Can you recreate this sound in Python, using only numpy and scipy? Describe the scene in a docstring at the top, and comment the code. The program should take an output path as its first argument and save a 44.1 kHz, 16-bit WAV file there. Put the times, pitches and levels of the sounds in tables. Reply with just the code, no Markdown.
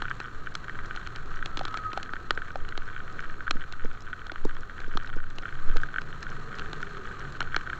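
"""An engine hums low and tyres hiss on a wet street under pattering rain: a scooter heard from a cased camera.
Engine and brake are unsteady tones; the drive's brief whine is one more, swelling and fading as it sags.
Road sound is coloured noise. Drops are noise bursts through case resonances, or blows on decaying modes.
Bumps heave the bike in slow swings that rise and fall alike, and the mount knocks and clicks.
The treble is dulled, over a very faint steady noise floor that reaches higher."""
import sys
import numpy as np
from scipy import signal
from scipy.fft import rfft, irfft
from scipy.io import wavfile
from scipy.ndimage import uniform_filter1d

SR = 44100
rng = np.random.default_rng(int(sys.argv[2]) if len(sys.argv) > 2 else 0)


def wav_out(sig):
    """Save sig, one row per channel (or a flat mono array), as 16-bit PCM at SR to the path in sys.argv[1]."""
    wavfile.write(sys.argv[1], SR, np.round(np.clip(np.atleast_2d(sig).T, -1, 1) * 32767).astype(np.int16))


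N = 343539
T = np.arange(N) / SR
HIT_T = np.arange(2048) / SR  # time within one hit [s]


def undb(db):
    """Decibels to gain."""
    return 10 ** (np.asarray(db) / 20)


def unit(x):
    """Scale to rms 1."""
    return x / np.sqrt(np.mean(x ** 2))


def curves(table):
    """Join the points of each table column by straight lines over the whole scene."""
    times, *columns = np.transpose(table)
    return [np.interp(T, times, column) for column in columns]


def walk(rate):
    """Random drift with rms 1: held random values, about `rate` a second, smoothed twice."""
    hold = int(SR / rate)
    held = np.repeat(rng.standard_normal(N // hold + 1), hold)
    smooth = uniform_filter1d(uniform_filter1d(held, hold), hold)
    return unit(smooth[:N])


def colour(x, points):
    """Shape a sound by (frequency [Hz], level [dB]) points, falling 36 dB per octave beyond the ends; rms 1."""
    hz, db = np.transpose(points)
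    octave = np.log2(np.maximum(np.arange(N // 2 + 1) * SR / N, 1))
    outside = np.abs(octave - np.clip(octave, np.log2(hz[0]), np.log2(hz[-1])))
    gain_db = np.interp(octave, np.log2(hz), db) - 36 * outside
    return unit(irfft(rfft(x) * undb(gain_db), N))


def add(out, s, sound):
    """Mix a sound in at time s [s]."""
    start = int(np.clip(s * SR, 0, N - 1))
    out[start:start + len(sound)] += sound[:N - start]


def sing(hz, waver, flutter_db, rate):
    """A rubbing or meshing part sounds one tone that drifts in pitch and level."""
    phase = 2 * np.pi * np.cumsum(hz * (1 + waver * walk(rate))) / SR
    return np.sqrt(2) * undb(flutter_db * walk(rate)) * np.sin(phase)


# engine speed as the fourth multiple of its firing rate, before waver: (time [s], frequency [Hz])
ENGINE_SPEED = [(0, 126.3), (.65, 120.9), (1.5, 104.6), (2.55, 85.2), (3.05, 103.5), (4.05, 96.24),
                (4.85, 86.8), (5.4, 122.7), (5.85, 141.8), (6.8, 149.7), (7.25, 138.3), (7.5, 130.3),
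                (7.79, 126.5)]
# balance of the engine's tones: (multiple of the firing rate, relative level [dB])
ORDERS = [(2, 0), (3, 0), (4, 4.5), (5, -5.5), (6, -13.5), (7, -24.5), (8, -22), (10, -18), (12, -21.5)]
# overall level at the reference speed, before the balance of the tones
ENGINE_DB, ENGINE_HZ, REV_DB_PER_OCTAVE = -57.5, 120, 5


def engine(waver=0.0245, lumpy_db=3):
    """Uneven firings give a low stack of tones that sinks off throttle and climbs again, louder at higher revs."""
    hz, = curves(ENGINE_SPEED)
    firing_hz = hz / 4 * (1 + waver * walk(30))
    firing = 2 * np.pi * np.cumsum(firing_hz) / SR
    tones = np.zeros(N)
    for multiple, db in ORDERS:
        start_phase = 2 * np.pi * rng.random()
        tones += undb(db + lumpy_db * walk(16)) * np.sin(round(multiple) * firing + start_phase)
    rev_db = ENGINE_DB + REV_DB_PER_OCTAVE * np.log2(hz / ENGINE_HZ)
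    return np.sqrt(2) * undb(rev_db) * tones


# tyres on the wet road, before the roar and hiss gains: (time [s], level [dB])
ROAD_LEVEL = [(0, -47.5), (.3, -47.5), (1.1, -47), (2.0, -47.5), (2.75, -48.5), (3.22, -47), (3.5, -49.5),
              (4.3, -49.5), (4.8, -48.5), (5.2, -51.5), (5.55, -47), (5.9, -47.5), (6.65, -45), (7.2, -45),
              (7.45, -47.5), (7.79, -45.5)]
# spectrum of the low roar: (frequency [Hz], relative level [dB per Hz])
ROAR_SPECTRUM = [(32, -4.5), (45, -6.5), (62, 4.5), (90, -1.5), (150, -0.5), (205, -6.5), (310, -6.5),
                 (430, -7.5), (620, -15.5), (750, -12.5), (880, -22), (1000, -19)]
# spectrum of the spray as heard through the case: (frequency [Hz], relative level [dB per Hz])
HISS_SPECTRUM = [(900, -15.5), (1100, -7), (1275, 2), (1390, -7.5), (1515, -1.5), (1700, -9), (1880, -10),
                 (2080, -19), (3200, -22.5), (3800, -24), (4200, -19), (4750, -33), (7100, -30),
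                 (8400, -43.5)]


def road(roar_gain_db=-0.5, hiss_gain_db=0.74, grain_db=2, roar_swell=0.95):
    """Tyres and traffic roar low, while grainy spray hisses in the colour of the case and swells slightly more."""
    db, = curves(ROAD_LEVEL)
    roar_db = db.mean() + roar_swell * (db - db.mean())
    roar = colour(rng.standard_normal(N), ROAR_SPECTRUM)
    roar *= undb(roar_db + roar_gain_db + 1.2 * walk(23))
    spray = rng.standard_normal(N) * undb(grain_db * walk(300))
    hiss = colour(spray, HISS_SPECTRUM) * undb(db + hiss_gain_db + 0.46 * walk(20))
    return roar + hiss


def strike(modes, tilt_db=0, scatter_db=0, detune=0):
    """A blow with peak 1 sets decaying modes ringing; neighbours start in opposite directions."""
    out = np.zeros(len(HIT_T))
    for k, (hz, db, t60) in enumerate(modes):
        octaves_up = np.log2(hz / modes[0][0])
        gain = undb(db + tilt_db * octaves_up + scatter_db * rng.standard_normal())
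        mode_hz = hz * (1 + detune * rng.standard_normal())
        decay = np.exp(-np.log(1000) * HIT_T / t60)
        out += (-1) ** k * gain * np.sin(2 * np.pi * mode_hz * HIT_T) * decay
    return out / np.abs(out).max()


def resonate(x, peaks):
    """Parallel resonances of the case colour a sound; neighbours have opposite polarity."""
    out = 0
    for k, (hz, width, db) in enumerate(peaks):
        b, a = signal.iirpeak(hz, hz / width, fs=SR)
        out = out + (-1) ** k * undb(db) * signal.lfilter(b, a, x)
    return out


# resonances of the case around the microphone, low to high:
# (frequency [Hz], width [Hz], relative level [dB])
CASE_THUD = [(273, 143, -1.5), (400, 300, -4)]
CASE_TOCK = [(570, 630, -2), (820, 430, 4)]
CASE_RING = [(1272, 210, -0.5), (1610, 180, -2), (1824, 180, -7.5)]
CASE_CRACK = [(2210, 500, -1.6), (3306, 700, 0.42)]
CASE_SNAP = [(4110, 317, 4), (4270, 960, -4)]
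CASE_SPRAY = [(5190, 1220, 3.5), (7350, 1000, -3.5), (8000, 320, -9)]
SPLASH_TAIL_DB, SPLASH_TAIL_S = -20, .0037


def splash(peaks, burst_s=0.0021, first_db=16):
    """A snap, then a noise burst of a millisecond or two rattles a group of resonances; energy 1."""
    envelope = np.exp(-(HIT_T / burst_s) ** 2)
    envelope += undb(SPLASH_TAIL_DB) * np.exp(-HIT_T / SPLASH_TAIL_S)
    burst = envelope * rng.standard_normal(len(HIT_T))
    burst[0] += undb(first_db)
    edges = [.8 * peaks[0][0], 1.15 * peaks[-1][0]]
    b, a = signal.butter(1, edges, "band", fs=SR)
    ring = resonate(signal.lfilter(b, a, burst), peaks)
    return ring / np.linalg.norm(ring)


# bumps in the road: (time [s], heave level [dB], knock level [dB], knock brightness [dB per octave])
ROAD_BUMPS = [(2.618, -18, -49, -6), (3.554, -15, -30.5, -12), (3.847, -13.5, -27, -2),
              (4.451, -11.5, -18, 4), (4.878, -19.5, -36, -1), (4.952, -14.5, -28.5, -7),
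              (5.164, -16, -30.5, 1), (5.693, -5, -35.5, -2), (5.758, -5.5, -26.5, 4.5)]
# modes of the mount, before random detuning: (frequency [Hz], relative level [dB], t60 [s])
MOUNT_MODES = [(229, 1.5, 0.024), (302, -1.5, 0.047), (451, 1, 0.029), (550, -6.5, 0.017),
               (800, -12, 0.019), (1080, -15, 0.0063)]


def suspension(bounce_hz=9, settle_s=0.049, sway_db=-31.5, click_db=-4, uneven_db=1.5):
    """The bike always sways; a bump heaves it, and the mount knocks and clicks near the top of the heave."""
    sway = colour(rng.standard_normal(N), [(6, -5.5), (12, 0), (18, -15), (28, -23), (45, -28)])
    out = undb(sway_db + uneven_db * walk(3.156)) * sway
    for s, heave_db, knock_db, tilt_db in ROAD_BUMPS:
        lag = T - s - .004  # the heave peaks 4 ms after the knock starts
        swell = np.exp(-np.hypot(lag, .002) / settle_s)  # rises and falls alike, with a rounded top
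        out += undb(heave_db) * np.cos(2 * np.pi * bounce_hz * lag) * swell
        knock = strike(MOUNT_MODES, tilt_db=tilt_db, detune=0.06)
        click = undb(click_db) * splash(CASE_CRACK + CASE_SNAP + CASE_SPRAY)
        add(out, s, undb(knock_db) * (knock + click))
    return out


# modes of the case's shell, before random weighting and detuning:
# (frequency [Hz], relative level [dB], t60 [s])
SHELL_MODES = [(1281, -7.5, 0.017), (1509, -2, 0.022), (1844, -10.5, 0.017), (2270, -18.5, 0.017),
               (3145, -17.5, 0.0097), (3580, -25.5, 0.0076)]


def patter(rate=40, level_db=-39, spread_db=6, most_db=10.0, bright_db=3.5, bright_range_db=6):
    """Small drops strike the shell at random, `rate` a second, each with its own size and brightness."""
    out = np.zeros(N)
    for when, size, tilt in rng.random((int(rate * N / SR), 3)):
        size_db = min(-spread_db * np.log(1 - size), most_db)  # mostly small, a few large
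        tilt_db = bright_db - bright_range_db * (tilt - .5)
        tick = strike(SHELL_MODES, tilt_db=tilt_db, scatter_db=2.0, detune=0.019)
        add(out, when * N / SR, undb(level_db + size_db) * tick)
    return out


def droplets(rate=7, level_db=-38, spread_db=6, most_db=9, thud_db=-4):
    """Fine droplets splash faintly right beside the microphone at random, `rate` a second."""
    out = np.zeros(N)
    for when, size in rng.random((int(rate * N / SR), 2)):
        size_db = min(-spread_db * np.log(1 - size), most_db)
        tick = splash(CASE_CRACK + CASE_SNAP + CASE_SPRAY)
        thud = undb(thud_db) * splash(CASE_THUD + CASE_TOCK)
        add(out, when * N / SR, undb(level_db + size_db) * (tick + thud))
    return out


def drop(groups, tilt_db, pivot_hz=1500):
    """Splashes rattle every (resonances, level [dB]) group; a harder landing tips the balance to the treble."""
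    out = np.zeros(len(HIT_T))
    for peaks, db in groups:
        octaves_up = np.log2(peaks[0][0] / pivot_hz)
        out += undb(db + tilt_db * octaves_up) * splash(peaks)
    return out


# drops that smack the case near the microphone:
# (time [s], relative level [dB], brightness [dB per octave], ring of the shell [dB])
SMACK_DROPS = [(0.0202, -15.5, -1.5, 11), (0.201, -16.5, -2, 6), (0.5521, -14.5, 3.5, 9.5),
               (0.9616, -19.5, -0.5, -7), (1.072, -21, 1, 9), (1.16, -19.5, 0, 1), (1.4587, -13, 0.5, -0.5),
               (1.572, -10.5, -1, -3), (1.5921, -16, -1, 4), (1.652, -13, -0.5, 5), (1.681, -21, -1.5, 7),
               (1.7419, -21.5, 0.5, 18.5), (1.7722, -14, 0, 6), (1.9313, -16.5, -2, 4),
               (2.0294, -18, 1, -1), (2.1346, -21.5, -3.5, 11), (2.3067, -4, -.5, 8),
               (2.3756, -24, -5.5, 0), (2.6883, -23, 0.5, 5), (2.7761, -13.5, -1.5, 0.5),
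               (3.5088, -3.5, 1, 3), (3.724, -20, 0.5, -5), (4.2677, -24, -1, 0), (4.3178, -17.5, -2, -6),
               (4.8025, -23, -1, -1), (4.9722, -11, -.5, 8.5), (5.0737, -24, -1.5, 1), (5.384, -15, -1, -9),
               (5.7684, -16, 0.5, 7.5), (6.017, -22, -1, 7), (6.2276, -27, 5.5, 15), (6.586, -23, 0.5, 4),
               (6.5949, -16.5, 0, 3), (6.7307, -16.5, -1.5, 2), (7.4051, -10.5, 0, 9),
               (7.4266, -18.5, -1.5, -7), (7.5631, -5.5, 0, 7.5)]


def smacks(thud_db=-4, tock_db=-4, crack_db=1, snap_db=-3, spray_db=-9):
    """Drops beside the microphone crack across all resonances; the spot they hit sets the shell's ring."""
    out = np.zeros(N)
    case = [(CASE_THUD, thud_db), (CASE_TOCK, tock_db), (CASE_CRACK, crack_db),
            (CASE_SNAP, snap_db), (CASE_SPRAY, spray_db)]
    for s, db, tilt_db, ring_db in SMACK_DROPS:
        add(out, s, undb(db) * drop(case + [(CASE_RING, ring_db)], tilt_db))
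    return out


# larger drops that ring the shell, before the gain: (time [s], peak level [dB])
PLINK_DROPS = [(0.0538, -25), (0.082, -28), (0.1048, -27.5), (0.1118, -19.5), (0.282, -31), (0.471, -24.5),
               (0.6821, -27), (0.6954, -25.5), (0.7892, -26), (0.909, -25), (0.9731, -26.5), (1.4256, -23),
               (2.092, -28.5), (2.135, -26), (2.1651, -26.5), (2.375, -20.5), (2.419, -24), (2.723, -28.5),
               (2.8868, -30), (2.9632, -27), (3.0785, -30.5), (3.1919, -23), (3.242, -29), (3.2975, -31.5),
               (3.4059, -26.5), (3.4686, -29), (3.4785, -18.5), (4.13, -24), (4.2963, -26.5), (4.358, -27),
               (4.567, -29.5), (4.915, -32), (5.0456, -33), (5.433, -31.5), (5.455, -23.5), (5.8335, -20.5),
               (5.9409, -25), (5.9604, -20.5), (5.9836, -17.5), (6.2667, -27), (6.6194, -27.5),
               (6.8286, -23), (7.416, -22.5), (7.544, -16.5), (7.673, -26), (7.699, -24), (7.731, -22.5)]


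def plinks(gain_db=3):
    """Each larger drop lands on another spot of the shell, so its modes are weighted and tuned at random."""
    out = np.zeros(N)
    for s, db in PLINK_DROPS:
        add(out, s, undb(db + gain_db) * strike(SHELL_MODES, scatter_db=2.0, detune=0.027))
    return out


# song of the wet brake, before waver and flutter: (time [s], frequency [Hz], level [dB])
BRAKE_SONG = [(1.2, 1335, -54), (1.55, 1332, -48.5), (1.68, 1294, -46.5), (1.78, 1286, -38),
              (1.83, 1262, -41), (1.88, 1260, -33), (1.95, 1284, -47.5), (2.28, 1285, -52),
              (2.6, 1274, -61)]


def brake():
    """The wet brake rubs out one unsteady tone while it is held, swelling and fading."""
    hz, db = curves(BRAKE_SONG)
    held = (T > BRAKE_SONG[0][0]) & (T < BRAKE_SONG[-1][0])
    return held * undb(db) * sing(hz, waver=.013, flutter_db=3, rate=90)


# heavy drops on the flat face of the case:
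# (time [s], relative level [dB], brightness [dB per octave], splash [dB])
TOCK_DROPS = [(1.611, -22.5, 3, -4), (1.9749, -22.5, 17, 4.5), (2.5565, -22.5, -4, -2)]
# modes of that face: (frequency [Hz], relative level [dB], t60 [s])
FACE_MODES = [(548, 0, 0.019), (778, 3.5, 0.024)]


def tocks(thud_db=-2, ring_db=12, crack_db=2, snap_db=-3, spray_db=-10):
    """Heavy drops set the flat face ringing with a hollow tock under a splash."""
    out = np.zeros(N)
    case = [(CASE_THUD, thud_db), (CASE_RING, ring_db), (CASE_CRACK, crack_db),
            (CASE_SNAP, snap_db), (CASE_SPRAY, spray_db)]
    for s, db, tilt_db, splash_db in TOCK_DROPS:
        tock = strike(FACE_MODES, tilt_db=tilt_db)
        add(out, s, undb(db) * (tock + undb(splash_db) * drop(case, 0)))
    return out


WHINE_PEAK_S, WHINE_HZ, WHINE_DB = 6.88, 412, -51  # pitch and level at the peak, before flutter
WHINE_SAG_HZ_PER_S, WHINE_SWELL_S, WHINE_FADE_S = 70, 0.46, 0.36


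def whine():
    """The drive's meshing tone swells and fades while its wavering pitch sags."""
    lag = T - WHINE_PEAK_S
    swell = np.exp(-(lag / np.where(lag < 0, WHINE_SWELL_S, WHINE_FADE_S)) ** 2)
    hz = WHINE_HZ - WHINE_SAG_HZ_PER_S * lag
    return undb(WHINE_DB) * swell * sing(hz, waver=.045, flutter_db=3.0, rate=76)


def scene():
    """Rain on the case over the running scooter."""
    scooter = engine() + road() + suspension() + brake() + whine()
    rain = patter() + droplets() + smacks() + plinks() + tocks()
    return (scooter + rain)[None]


CASE_TOP_HZ, TOP_HZ = 8450, 15700  # treble limits of the scene and of the noise floor


def record(dry, floor_db=-80.5):
    """The treble is dulled, over a very faint steady noise floor that reaches higher."""
    dull = signal.sosfilt(signal.ellip(8, .2, 70, CASE_TOP_HZ, fs=SR, output="sos"), dry)
    noisy = dull + undb(floor_db) * rng.standard_normal(dry.shape)
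    return signal.sosfilt(signal.ellip(10, .2, 70, TOP_HZ, fs=SR, output="sos"), noisy)


dry = scene()
out = record(dry)
wav_out(out)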